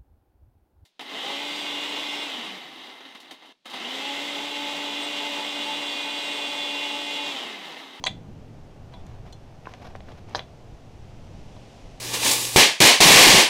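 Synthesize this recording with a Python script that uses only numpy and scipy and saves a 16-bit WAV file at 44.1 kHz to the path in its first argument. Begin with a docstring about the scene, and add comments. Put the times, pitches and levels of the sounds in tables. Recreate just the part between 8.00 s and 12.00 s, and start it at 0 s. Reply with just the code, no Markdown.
"""Sharp wooden clacks: a kendama ball knocks off its spike and meets the handle. The pieces are tossed,
tick in the air as the string flicks the handle, and slap into the palm; at last the ball drops onto
the spike and rattles once. Each clack is a dry crack plus a short ring of wooden modes.
Clothes and sandals scuff; the concrete driveway and a garage door return a short tail.
Behind the play, far traffic rumbles, wind thumps softly and a hiss slowly swells."""
import sys
import numpy as np
from scipy import signal
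from scipy.fft import rfft, irfft
from scipy.io import wavfile

SR = 44100
rng = np.random.default_rng(int(sys.argv[2]) if len(sys.argv) > 2 else 0)


def materialize(psi):
    """Save the field psi as 16-bit PCM at rate SR to the path in sys.argv[1].

    A 1-D psi becomes a single channel; in a 2-D psi each row is a channel.
    """
    bounded = np.clip(np.atleast_2d(psi).T, -1, 1)
    quanta = np.round(bounded * 32767).astype(np.int16)
    wavfile.write(sys.argv[1], SR, quanta)


N = 176400
TIME_S = np.arange(N) / SR
BINS_HZ = np.fft.rfftfreq(N, 1 / SR)


def from_db(db):
    """Decibels to gain."""
    return 10 ** (np.asarray(db) / 20)


def unit_rms(x):
    """Scale to unit power."""
    return x / np.sqrt(np.mean(x ** 2) + 1e-20)


def db_at(spectrum, hz):
    """Interpolate (Hz, dB) points on a log-frequency axis."""
    points_hz, db = np.transpose(spectrum)
    return np.interp(np.log(np.maximum(hz, 1)), np.log(points_hz), db)


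def add(out, start_s, x):
    """Mix x into out at start_s."""
    i = int(start_s * SR)
    out[i:i + len(x)] += x[:N - i]


def butter(x, order, cut_hz, kind="low"):
    """Causal Butterworth filter."""
    return signal.sosfilt(signal.butter(order, cut_hz, kind, fs=SR, output="sos"), x)


def noise(spectrum, tilt_db_per_oct=0):
    """Unit-RMS noise with a given spectral shape and tilt."""
    hz = np.maximum(BINS_HZ, 1)
    gain = from_db(db_at(spectrum, hz) + tilt_db_per_oct * np.log2(hz))
    return unit_rms(irfft(rfft(rng.standard_normal(N)) * gain, N))


def drift(rate_hz):
    """Smooth random wander, unit RMS."""
    return unit_rms(irfft(rfft(rng.standard_normal(N)) / (1 + (BINS_HZ / rate_hz) ** 2), N))


def bump(centre_s, sigma_s):
    """Gaussian envelope, peak 1."""
    return np.exp(-.5 * ((TIME_S - centre_s) / sigma_s) ** 2)


def decay(t, t60_s):
    """Exponential fall of 60 dB in t60_s."""
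    return np.exp(-np.log(1000) * t / t60_s)


def minimum_phase(x, gain_db):
    """Filter by a gain per bin so that nothing sounds early."""
    cepstrum = irfft(np.log(from_db(gain_db)))
    cepstrum[1:len(x) // 2] *= 2
    cepstrum[len(x) // 2 + 1:] = 0
    return irfft(rfft(x) * np.exp(rfft(cepstrum)))


# Far traffic and air; low drone and swell. Each row: frequency in Hz, relative density in dB.
TRAFFIC_SPECTRUM = [(12, 1.5), (20, -6), (105, -5), (183, -11), (445, -17.5), (800, -19), (1050, -26.5),
                    (2220, -36.5), (6010, -52), (15000, -57)]
LOW_SPECTRUM = [(40, -16), (100, -3.5), (170, -3), (300, -11.5), (500, -19.5), (2000, -66)]


def street():
    """Far traffic with wavering bass, a low drone, and one low swell around the first clacks."""
    air = from_db(-46) * noise(TRAFFIC_SPECTRUM)
    bass = signal.sosfiltfilt(signal.butter(2, 200, fs=SR, output="sos"), air)
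    rumble = air + bass * (from_db(3.5 * drift(rate_hz=0.71)) - 1)
    drone_hz, width_hz = 104, 39
    resonance = signal.iirpeak(drone_hz, drone_hz / width_hz, fs=SR)
    drone = from_db(-53) * unit_rms(signal.lfilter(*resonance, noise(LOW_SPECTRUM)))
    swell = from_db(-44.5) * bump(centre_s=0.095, sigma_s=0.43) * noise(LOW_SPECTRUM)
    return rumble + drone + swell


# Hiss envelope. Each row: time in seconds, level in dB.
HISS_LEVELS = [(.7, -59), (3.0, -56.5), (3.3, -54), (3.7, -51), (4, -52.5)]
# Each row: frequency in Hz, relative density in dB.
HISS_SPECTRUM = [(100, 9.5), (300, 8), (750, 6.5), (1300, -9.5), (2700, -2), (4000, -7), (6000, -8.5),
                 (11000, -25.5), (15000, -48.5)]


def hiss():
    """A distant hiss grows, peaking near the end."""
    level_db = np.interp(TIME_S, *np.transpose(HISS_LEVELS))
    return from_db(level_db) * noise(HISS_SPECTRUM)


# Puffs of wind. 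Each row: centre in seconds, sigma in seconds, level in dB.
WIND_GUSTS = [(1.17, 0.03, -48), (2.714, 0.034, -39.5), (2.956, 0.02, -51), (3.895, 0.042, -40.5)]
# Each row: frequency in Hz, relative density in dB.
WIND_SPECTRUM = [(15, -4.5), (30, 10.5), (75, -10), (150, -17.5), (300, -18.5), (1500, -78)]


def wind():
    """Brief gusts buffet as soft, deep thumps."""
    envelope = sum(from_db(db) * bump(centre_s, sigma_s) for centre_s, sigma_s, db in WIND_GUSTS)
    return envelope * noise(WIND_SPECTRUM)


# Ground and garage door. Each row: delay in seconds, gain in dB.
REFLECTIONS = [(.008, -32), (.0156, -21.5)]


def driveway(x):
    """Reflected sound only: two near echoes and a short scatter from the walls."""
    t = TIME_S[:SR // 2]
    tail_db, build_s = -13, 0.0013
    tail = rng.standard_normal(len(t)) * decay(t, t60_s=0.2) * (1 - np.exp(-t / build_s))
    response = from_db(tail_db) * tail / np.linalg.norm(tail)
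    for delay_s, db in REFLECTIONS:
        response[int(delay_s * SR)] += from_db(db)
    return signal.fftconvolve(x, response)[:N]


# Rubs. Each row: centre in seconds, sigma in seconds, level in dB, tilt in dB per octave.
RUBS = [(0.96, 0.03, -50, 0.5), (1.1, 0.053, -54, 0), (1.277, 0.021, -49.5, 0.5),
        (1.708, 0.045, -46.5, 0.5), (1.851, 0.038, -44.5, 0.14), (1.958, 0.005, -43, 1),
        (2.109, 0.035, -48, 0), (2.182, 0.01, -51, 1), (2.305, 0.017, -47, -0.2), (2.37, 0.035, -40.5, 0.2)]
# Each row: frequency in Hz, relative density in dB.
RUB_SPECTRUM = [(200, -0.5), (750, 5.5), (1300, -5.5), (2600, -10), (6000, -19), (8000, -35), (13000, -35),
                (16000, -82)]


def scuffs():
    """Clothes, string and sandals rub in grainy bursts as the player moves."""
    rubs = sum(from_db(db) * bump(centre_s, sigma_s) * noise(RUB_SPECTRUM, tilt)
               for centre_s, sigma_s, db, tilt in RUBS)
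    grain = unit_rms(from_db(3.5 * drift(rate_hz=58)))
    return rubs * grain


# Wood lands in the palm. Each row: start in seconds, pulse peak in dB, low and high edge in Hz,
# then the cupped hand's pitch in Hz, peak in dB and T60 in seconds.
CATCHES = [(1.6566, -34.5, 400, 2600, 2620, -41.5, 0.014), (1.6697, -31.5, 596, 1830, 1470, -41, 0.014),
           (1.6714, -25.5, 240, 1440, 1030, -33, 0.029), (1.9527, -29, 217, 2170, 564, -29.5, 0.0076),
           (2.0857, -41, 500, 2380, 1500, -42, 0.01), (2.3483, -22.5, 380, 1730, 840, -19, 0.012)]


def palm_slaps(size=2048):
    """The palm damps the wood at once: one dull pulse, and the cupped hand rings briefly."""
    out, t = np.zeros(N), TIME_S[:size]
    for start_s, pulse_db, low_hz, high_hz, hand_hz, hand_db, t60_s in CATCHES:
        pulse = butter(signal.unit_impulse(size), 6, high_hz)
        pulse = butter(pulse, 2, low_hz, "high")
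        cavity = np.cos(2 * np.pi * hand_hz * t) * decay(t, t60_s)
        hand = signal.fftconvolve(pulse, cavity)[:size]
        add(out, start_s, from_db(pulse_db) * pulse / np.abs(pulse).max())
        add(out, start_s, from_db(hand_db) * hand / np.abs(hand).max())
    return out


# Centres of the low, middle, high and top bands.
BANDS_HZ = [940, 2370, 3670, 6470]
# Dry crack of wood on wood. Each row: frequency in Hz, relative gain in dB.
CRACK_SPECTRUM = [(250, 4), (850, 15), (1350, -2), (1800, 10), (2700, 1), (3900, 12.5), (5000, -1),
                  (6300, -1.5), (8000, -1), (11000, -4), (15000, -10)]


def struck_wood(contacts, modes_hz, modes_db, modes_t60_s, size=8192):
    """Crack plus modes: the contact point weights the bands, grip sets the ring, hardness the cut-off."""
    out, t = np.zeros(N), TIME_S[:size]
    bins_hz = np.fft.rfftfreq(size, 1 / SR)
    contact_s = 0.0004
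    onset = 1 - np.exp(-(t / contact_s) ** 2)
    for start_s, *bands_db, t60_factor, cut_hz in contacts:
        bands = list(zip(BANDS_HZ, bands_db))
        ring = sum(from_db(db + db_at(bands, hz)) * np.sin(2 * np.pi * hz * t)
                   * decay(t, t60_s * t60_factor)
                   for hz, db, t60_s in zip(modes_hz, modes_db, modes_t60_s))
        grain = 0.35 * rng.standard_normal(size) * decay(t, t60_s=0.01)
        force = signal.unit_impulse(size) + grain
        crack = minimum_phase(force, db_at(CRACK_SPECTRUM, bins_hz) + db_at(bands, bins_hz))
        add(out, start_s, butter(crack + ring * onset, 4, cut_hz))
    return butter(out, 2, 330, "high")  # small parts radiate little bass


# String on handle. Each row: start in seconds, four band gains in dB, T60 factor, cut-off in Hz.
STRING_HITS = [(1.0655, -62, -54, -58, -39, .35, 14000), (1.3255, -54, -38, -43, -40, 0.3, 14000),
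               (1.3290, -29, -55, -41.5, -39.5, 0.79, 14000)]
# Modes of the free handle.
FREE_MODES_HZ = [3080, 3430, 4177, 6067, 6780, 8400, 11200]
FREE_MODES_DB = [-3.5, -7.5, -2, -10.5, -13, -16, -24]
FREE_MODES_T60_S = [0.055, 0.096, 0.056, 0.061, .05, .03, 0.022]


def string_ticks():
    """The string flicks the flying handle, which rings high."""
    return struck_wood(STRING_HITS, FREE_MODES_HZ, FREE_MODES_DB, FREE_MODES_T60_S)


# Knocks on the rim. Each row: start in seconds, four band gains in dB, T60 factor, cut-off in Hz.
RIM_HITS = [(.0398, -22.5, -16, -21, -19.5, 0.51, 8040), (.0514, -35, -32, -40, -27.5, 1.76, 8000)]
# Modes of the ball loose on the spike.
LOOSE_MODES_HZ = [1005, 3330, 4200, 4520, 6200, 6520]
LOOSE_MODES_DB = [-6, -4.5, -10.5, -5.5, -5.5, -4]
LOOSE_MODES_T60_S = [0.047, 0.032, 0.044, 0.02, 0.012, 0.0077]


def ball_leaves_spike():
    """The rim knocks as the ball lifts off. 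Two layers: modes add in phase, each has its own grain."""
    return sum(struck_wood(RIM_HITS, LOOSE_MODES_HZ, LOOSE_MODES_DB, LOOSE_MODES_T60_S)
               for _ in range(2))


# Ball on spike. Each row: start in seconds, four band gains in dB, T60 factor, cut-off in Hz.
SPIKE_HITS = [(2.3481, -26, -24, -27, -21, 0.56, 5600), (2.3545, -22.5, -35.5, -20.5, -29, 0.49, 9800)]
# Modes of the seated ball.
SEATED_MODES_HZ = [601, 768, 950, 1260, 1710, 2015, 3230, 3340, 3990, 4115, 4720, 5150, 5720, 6200]
SEATED_MODES_DB = [-4, -2, -1.5, -13, 5, -14, -3, -24, -6, -1, 1.5, 0, -17, -19]
SEATED_MODES_T60_S = [0.053, 0.041, 0.049, 0.012, 0.029, 0.056, 0.06, 0.032, .025, 0.03, 0.026, 0.021,
                      0.019, 0.029]
# Spike scraping. Each row: frequency in Hz, relative density in dB.
SCRAPE_SPECTRUM = [(2000, -22), (3800, -10), (5000, 7), (6400, 6), (7300, -12), (10000, -21), (15000, -41)]


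def ball_lands_on_spike():
    """The ball drops on and rattles once; the spike scrapes in the hole as it settles."""
    knocks = struck_wood(SPIKE_HITS, SEATED_MODES_HZ, SEATED_MODES_DB, SEATED_MODES_T60_S)
    scrape = from_db(-41.5) * bump(centre_s=2.365, sigma_s=0.0077) * noise(SCRAPE_SPECTRUM)
    return knocks + scrape


# Ball on handle; the row at .0775 s is the ground's echo of the clack just before it. Each row: start in
# seconds, four band gains in dB, T60 factor, cut-off in Hz.
HANDLE_HITS = [(.0632, -25, -33, -27, -26, 1.03, 9000), (.0672, -40, -7, -14.5, -53, 0.2, 4450),
               (.0698, -34, -15.5, -16, -26.5, 0.82, 13100), (.0775, -24.5, -25, -36, -22, 0.38, 6500),
               (.938, -41.5, -53, -45.5, -60, 2.2, 5000), (1.7375, -36, -32, -40.5, -25, 0.34, 4800),
               (2.005, -41, -39, -47.5, -39, 0.41, 4500), (2.119, -44, -40, -50, -40, 0.45, 5500),
               (2.295, -50, -41, -54, -42, 0.24, 10000), (2.3926, -28.5, -24.5, -24, -26, 0.48, 4230),
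               (3.565, -40, -60, -48, -56, 0.8, 4500)]
# Modes of the handle with the ball against it.
HANDLE_MODES_HZ = [603, 665, 765, 975, 1690, 2056, 2376, 2725, 3240, 3370, 3440, 3520, 3625, 3940, 4115,
                   4415, 6150, 6500, 7450, 7950, 9450]
HANDLE_MODES_DB = [-18, -5, -2.5, -6, -23, -4.5, -1, -13, -8, -4.5, -13, -12.5, -11.5, 2, -8.5, -5, -15, -6,
                   -1, -9, -14]
HANDLE_MODES_T60_S = [0.054, 0.1, 0.043, 0.064, 0.037, 0.042, 0.023, 0.044, 0.034, 0.068, 0.18, 0.12, .05,
                      0.026, 0.02, 0.024, 0.012, 0.025, .011, .023, 0.023]


def handle_clacks():
    """Ball and handle meet and ring together."""
    return struck_wood(HANDLE_HITS, HANDLE_MODES_HZ, HANDLE_MODES_DB, HANDLE_MODES_T60_S)


def scene():
    """Mono mix of the background, the play and its reflections."""
    background = street() + hiss() + wind()
    wood = string_ticks() + ball_leaves_spike() + ball_lands_on_spike() + handle_clacks()
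    play = scuffs() + palm_slaps() + wood
    return (background + play + driveway(play))[None]


def record(dry):
    """Steep low-pass at 15.2 kHz."""
    return signal.sosfilt(signal.ellip(10, .1, 70, 15200, fs=SR, output="sos"), dry)


dry = scene()
out = record(dry)
materialize(out)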